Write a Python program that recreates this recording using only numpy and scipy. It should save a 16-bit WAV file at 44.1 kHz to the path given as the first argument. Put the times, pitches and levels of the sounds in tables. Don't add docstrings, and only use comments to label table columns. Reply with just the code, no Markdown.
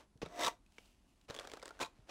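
import sys
import numpy as np
from scipy import signal
from scipy.fft import rfft, irfft
from scipy.io import wavfile
from scipy.ndimage import uniform_filter1d

SR = 44100
rng = np.random.default_rng(int(sys.argv[2]) if len(sys.argv) > 2 else 0)


def persist_wave(psi):
    counts = np.round(np.clip(psi, -1, 1) * 32767).astype(np.int16)
    wavfile.write(sys.argv[1], SR, np.atleast_2d(counts).T)


N = 92610
T = np.arange(N) / SR


def amp(db):
    return 10 ** (np.asarray(db) / 20)


def evened(x):
    return x / np.sqrt(np.mean(x ** 2) + 1e-20)


def steady(x, size=700):
    power = uniform_filter1d(uniform_filter1d(x ** 2, size), size)
    return x / np.sqrt(power + 1e-12)


def read(points, hz):
    f, value = np.transpose(points)
    return np.interp(np.log(hz + 1), np.log(f + 1), value)


def level(rows, axis=1):
    rows = np.array(rows)
    inside = (T >= rows[0, 0]) * (T <= rows[-1, 0])
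    return amp(np.interp(T, rows[:, 0], rows[:, axis])) * inside


def add(mix, s, sound):
    part = mix[max(round(s * SR), 0):][:len(sound)]
    part += sound[:len(part)]


def colour(x, points, size=4096):
    hz = abs(np.fft.fftfreq(size, 1 / SR))
    log_gain = np.log(amp(np.maximum(read(points, hz), -100)))
    taps = np.fft.ifft(np.exp(np.conj(signal.hilbert(log_gain)))).real[:size // 2]
    return signal.fftconvolve(x, taps / np.linalg.norm(taps))[:len(x)]


def ring(x, hz, width):
    r = np.exp(-np.pi * width / SR)
    pole = r * np.exp(2j * np.pi * hz / SR)
    return signal.lfilter([np.sqrt(2 * (1 - r * r))], [1, -pole], x).real


def slips(per_s, spread_db, hiss):
    size = amp(spread_db * np.minimum(rng.exponential(1, N), 3.5))
    clicks = size * rng.choice([-1, 1], N) * (rng.random(N) < per_s / SR)
    return evened(evened(clicks) + hiss * rng.standard_normal(N))


def burst(hold_s, decay_s, size=6000):
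    t = np.arange(size) / SR
    return rng.choice([-1., 1.], size) * np.exp(-np.maximum(t - hold_s, 0) / decay_s)


# pitch in Hz, width in Hz, relative level in dB.
WIRE_MODES = [(2010, 30, -6.5), (3640, 300, -12), (4430, 40, -26.5), (7780, 150, -15.5)]
# frequency in Hz, relative level in dB.
PADDLE_SPECTRUM = [(60, -37.5), (170, -25), (290, -1), (550, 6.5), (800, -2.5), (1150, -0.5), (1600, -2),
                   (3000, -40)]
RING_ABOVE_HZ = 850


def drag(curve, wire_colour, modes, per_s, spread_db, wire_db, twang_db, wood_db, low_db, ring_db):
    drive = slips(per_s, spread_db, hiss=.5)
    wire = colour(drive, wire_colour)
    for hz, width, db in WIRE_MODES:
        wire += amp(twang_db + db) * ring(drive, hz, width)
    low_modes, high_modes = np.zeros((2, N))
    for hz, width, db in modes:
        mode = amp(db) * ring(rng.standard_normal(N), hz, width)
        if hz <= RING_ABOVE_HZ:
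            low_modes += mode
        else:
            high_modes += mode
    wood = amp(wood_db) * colour(drive, PADDLE_SPECTRUM) + evened(low_modes)
    out = amp(wire_db) * steady(wire) * level(curve, axis=1)
    out += amp(low_db) * steady(wood) * level(curve, axis=2)
    return out + amp(ring_db) * steady(high_modes) * level(curve, axis=3)


# time in seconds, then wire rasp, wood and paddle ring in dB before the trims below.
LONG_PULL = [(0.28, -81, -71, -80), (0.3, -71.5, -61, -65), (0.386, -55, -47.5, -58),
             (0.394, -48, -40.5, -42.5), (0.415, -45, -41.5, -46), (0.447, -39.5, -41.5, -36.5),
             (0.458, -44.5, -50, -41), (0.468, -44, -45, -33.5), (0.484, -43, -41, -32.5),
             (0.498, -55.5, -59.5, -51), (0.538, -73.5, -62, -85), (0.56, -83, -79, -75)]
# frequency in Hz, relative level in dB.
PULL_SPECTRUM = [(760, -19), (1300, -3), (1430, -10), (1880, 3), (2000, -3.5), (2220, 2), (3010, -0.5),
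                 (3760, -4), (4680, -9.5), (5900, -0.5), (6910, -7), (7750, -5.5), (9460, -17.5),
                 (14100, -15), (16000, -60)]
# pitch in Hz, width in Hz, relative level in dB.
FLAT_PADDLES = [(184.6, 29, -18), (266, 36, -11.5), (307, 25, -11), (353, 68, -7.5), (481, 26, -17),
                (544, 30, -16), (618, 25, -1), (699.6, 10, 3), (768, 20, -21), (864, 25, 0.5), (941, 22, 5),
                (1021, 18, 0), (1116, 22, 2.5), (1096, 18, -2), (1190, 40, 2), (1333, 22, 2.5)]


def long_drag():
    return drag(LONG_PULL, PULL_SPECTRUM, FLAT_PADDLES, per_s=2200, spread_db=3,
                wire_db=1, twang_db=2.5, wood_db=-3.5, low_db=0, ring_db=-2.5)


# time in seconds, then wire rasp, wood and paddle ring in dB before the trims below.
LIFTING = [(1.8, -55.5, -52, -42), (1.811, -40, -40, -42.5), (1.83, -41.5, -44.5, -40.5),
           (1.842, -51.5, -50, -48), (1.863, -55, -71, -51), (1.875, -67, -67, -66), (1.9, -82, -69, -75)]
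# frequency in Hz, relative level in dB.
SWEEP_SPECTRUM = [(760, -16.5), (1300, 10), (1440, 9.5), (1820, -5.5), (2490, 3.5), (3010, -1.5),
                  (3790, 0.5), (4780, -6), (6350, -7), (6830, -3.5), (9270, -15), (12000, -19),
                  (16000, -35)]
# pitch in Hz, width in Hz, relative level in dB.
ANGLED_PADDLES = [(278, 130, 2), (427, 80, -5.5), (502, 110, 3.5), (713, 33, -1), (883, 27, 1),
                  (1028, 43, 5), (1148, 34, -10), (1480, 120, -7), (1917, 27, -5), (2610, 50, -29)]


def lift_sweep():
    return drag(LIFTING, SWEEP_SPECTRUM, ANGLED_PADDLES, per_s=3500, spread_db=2,
                wire_db=-0.5, twang_db=-17, wood_db=-3.5, low_db=-1, ring_db=-3.5)


# start in seconds, snap in dB before its filter, wire pitch in Hz,
# wire level in dB, wood knock in dB before its filter.
SPRINGING_TEETH = [(0.2204, -60, 2500, -39.5, -60), (0.2607, -55, 3740, -45, -44.5),
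                   (0.3965, -53, 2040, -38.5, -46), (0.410, -37, 2020, -37.5, -36.5),
                   (0.423, -41.5, 2020, -33, -59), (0.4352, -39, 3650, -30, -45),
                   (0.447, -31.5, 3750, -27, -41), (0.4525, -37.5, 3550, -45, -56),
                   (0.464, -33, 3790, -28, -51), (0.4695, -33.5, 1148, -32, -38.5),
                   (0.4801, -34.5, 988, -41, -37), (0.663, -68.5, 2540, -64, -84),
                   (0.7828, -56.5, 2260, -45.5, -72), (0.784, -72, 3060, -48.5, -73),
                   (1.3, -47, 1820, -47, -47), (1.307, -46.5, 3910, -41, -46.5),
                   (1.343, -48, 1103, -48.5, -66), (1.3483, -44.5, 3440, -47.5, -49),
                   (1.364, -46, 3420, -44, -47), (1.376, -56, 3360, -46, -70),
                   (1.389, -47.5, 3390, -33.5, -49), (1.3966, -41.5, 6000, -46, -47),
                   (1.4089, -60, 1090, -57, -45.5), (1.421, -63, 1220, -71, -78),
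                   (1.4454, -60, 3300, -49.5, -51), (1.4497, -56, 1155, -62, -44.5),
                   (1.4731, -46, 1226, -55, -45.5), (1.498, -51, 2280, -49.5, -58),
                   (1.5165, -47, 4540, -48, -49), (1.536, -43.5, 1600, -61, -44),
                   (1.5709, -52, 715, -63, -47.5), (1.5967, -55, 2340, -52.5, -63),
                   (1.6183, -59, 2090, -53, -69), (1.6267, -47.5, 1413, -48, -45),
                   (1.6312, -51, 1394, -48, -47), (1.6567, -45.5, 8100, -41.5, -47.5),
                   (1.679, -47, 1920, -50, -51), (1.6902, -51.5, 1360, -54, -72),
                   (1.707, -55.5, 1390, -45, -49), (1.7918, -52, 1540, -49, -52),
                   (1.8141, -40.5, 1087, -34.5, -48), (1.8252, -41.5, 7800, -38, -50),
                   (1.83, -40, 2350, -39, -43.5), (1.8341, -60, 2470, -36.5, -68),
                   (1.848, -66, 3850, -39, -53), (1.86, -60, 3950, -44, -72),
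                   (1.864, -70, 1066, -46.5, -77)]
# start in seconds, level in dB before the snap filter.
HANDLING_TICKS = [(0.175, -66.5), (0.286, -62), (0.722, -65.5), (0.805, -67), (0.857, -64), (1.213, -66)]
# frequency in Hz, relative level in dB.
SNAP_SPECTRUM = [(760, -6.5), (1300, -32), (1440, -6), (1600, -6.5), (2740, -5), (3380, -2), (5310, -5),
                 (8080, -10), (14600, -27.5), (16000, -24)]
SNAP_S, KNOCK_S = 0.0024, 0.0045
WIRE_CYCLES = 6.7


def snags(size=6000):
    snap, wire, wood = np.zeros((3, N))
    t = np.arange(size) / SR
    for s, snap_db, hz, wire_db, wood_db in SPRINGING_TEETH:
        twang = np.sin(2 * np.pi * hz * t) * np.exp(-t * hz / WIRE_CYCLES)
        add(snap, s, amp(snap_db) * burst(0.00017, SNAP_S))
        add(wire, s, amp(wire_db) * twang)
        add(wood, s, amp(wood_db) * burst(0.00038, KNOCK_S))
    for s, db in HANDLING_TICKS:
        add(snap, s, amp(db) * burst(0.00019, SNAP_S))
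    return colour(snap, SNAP_SPECTRUM) + wire + colour(wood, PADDLE_SPECTRUM)


# start in seconds, level in dB before the filter,
# hold in seconds, decay in seconds.
BEDS_MEETING = [(0.217, -45, 0.012, 0.01), (0.251, -55.5, 0.012, 0.017), (0.783, -53.5, 0.0011, 0.0054),
                (1.287, -54, 0.017, 0.017), (1.802, -46, 0.0039, 0.015), (2.093, -48, 0.017, .01)]
# frequency in Hz, relative level in dB.
CRUNCH_SPECTRUM = [(90, -13.5), (200, -4.5), (420, 4), (700, 0), (1100, -0.5), (1720, -8.5), (2500, -5),
                   (3700, -10), (4400, -12.5), (5700, -12.5), (8900, -27), (12700, -35), (16000, -50)]


def landings():
    out = np.zeros(N)
    for s, db, hold_s, decay_s in BEDS_MEETING:
        add(out, s, amp(db) * burst(hold_s, decay_s))
    return colour(out, CRUNCH_SPECTRUM)


# start in seconds, level in dB before doubling and the envelope,
# pitch in Hz, decay in seconds.
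HAND_BUMPS = [(0.156, -53, 120, 0.0053), (0.264, -57, 173, 0.023), (0.16, -70.5, 452, 0.01),
              (0.2295, -32.5, 450, 0.0032), (0.231, -35.5, 163, 0.0033), (0.233, -55.5, 79, 0.02),
              (1.298, -44, 102.4, 0.0043), (1.306, -37.5, 464, 0.0019), (1.812, -61, 144, 0.014),
              (1.992, -53, 108, 0.0055)]


def bumps(rise_s, size=8000):
    out, t = np.zeros(N), np.arange(size) / SR
    for s, db, hz, decay_s in HAND_BUMPS:
        envelope = (1 - np.exp(-t / rise_s)) * np.exp(-t / decay_s)
        add(out, s, 2 * amp(db) * np.sin(2 * np.pi * hz * t) * envelope)
    return out


# time in seconds, level in dB before the trim.
LIGHT_CONTACTS = [
    [(0.0, -58), (0.04, -70.5), (0.12, -110)],
    [(1.283, -61), (1.295, -58), (1.346, -57), (1.41, -54.5), (1.466, -59), (1.514, -61), (1.55, -57),
     (1.61, -67), (1.665, -59), (1.72, -65.5), (1.79, -64.5)],
    [(1.88, -76.5), (2.0, -72.5), (2.065, -77), (2.1, -51)],
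]
# frequency in Hz, relative level in dB.
SCRATCH_SPECTRUM = [(100, -18.5), (210, -17.5), (280, -3.5), (540, -2.5), (790, -3), (1100, -6.5),
                    (1660, -10.5), (2870, -13), (3500, -15), (5360, -19), (8070, -23.5), (12000, -34),
                    (16000, -41)]


def graze(graze_db):
    drive = slips(per_s=1600, spread_db=3, hiss=.6)
    scratch = steady(colour(drive, SCRATCH_SPECTRUM))
    return amp(graze_db) * scratch * sum(level(curve) for curve in LIGHT_CONTACTS)


# time in seconds, level in dB before the filter.
FIBRES_PARTING = [(0.62, -92), (0.74, -76.5), (0.8, -71.5), (0.86, -72), (0.92, -76), (1.03, -86),
                  (1.09, -78.5), (1.15, -83.5), (1.26, -79)]
# frequency in Hz, relative level in dB.
FIBRE_SPECTRUM = [(300, -11.5), (700, 0), (1700, -10.5), (2350, -4), (2800, 1), (3400, -5.5), (4800, -7.5),
                  (8000, -10), (16000, -21.5)]


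def wool():
    tearing = slips(per_s=1200, spread_db=0.5, hiss=0.66)
    return colour(tearing * level(FIBRES_PARTING), FIBRE_SPECTRUM)


# frequency in Hz, time to fall by 60 dB in seconds.
ROOM_DECAY = [(100, 0.46), (500, 0.22), (1100, 0.2), (2000, 0.21), (4000, 0.19), (15000, 0.19)]
ROOM_DB = -19


def room(x, size=22050):
    noise = rng.standard_normal(size) * (np.arange(size) / SR > .004)
    hz, t, z = signal.stft(noise, SR, nperseg=256)
    decay = amp(-60 * t / read(ROOM_DECAY, hz)[:, None])
    tail = signal.istft(z * decay, SR, nperseg=256)[1]
    return signal.fftconvolve(x, tail / np.linalg.norm(tail))[:N]


# frequency in Hz, relative level in dB.
STILL_ROOM = [(15, -22), (30, 1), (43, 3.5), (70, -3), (113, -11), (270, -9), (350, -14), (430, -24),
              (680, -20), (1100, -25), (1400, -27.5), (2750, -33.5), (4060, -32.5), (11400, -37),
              (13000, -56), (16000, -54)]
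FLOOR_DB = -70


def floor():
    gain = amp(read(STILL_ROOM, np.fft.rfftfreq(N, 1 / SR)))
    noise = irfft(rfft(rng.standard_normal(N)) * gain, N)
    return amp(FLOOR_DB) * evened(noise)


def scene():
    cards = long_drag() + lift_sweep() + snags() + landings()
    cards += bumps(rise_s=.0015) + graze(graze_db=-1.0) + wool()
    mono = cards + amp(ROOM_DB) * room(cards) + floor()
    return np.array([mono, mono])


EDGE_HZ = 15900


def record(dry):
    low_pass = signal.firwin(511, EDGE_HZ, window=("kaiser", 9), fs=SR)
    return signal.oaconvolve(dry, low_pass[None], "same")


dry = scene()
out = record(dry)
persist_wave(out)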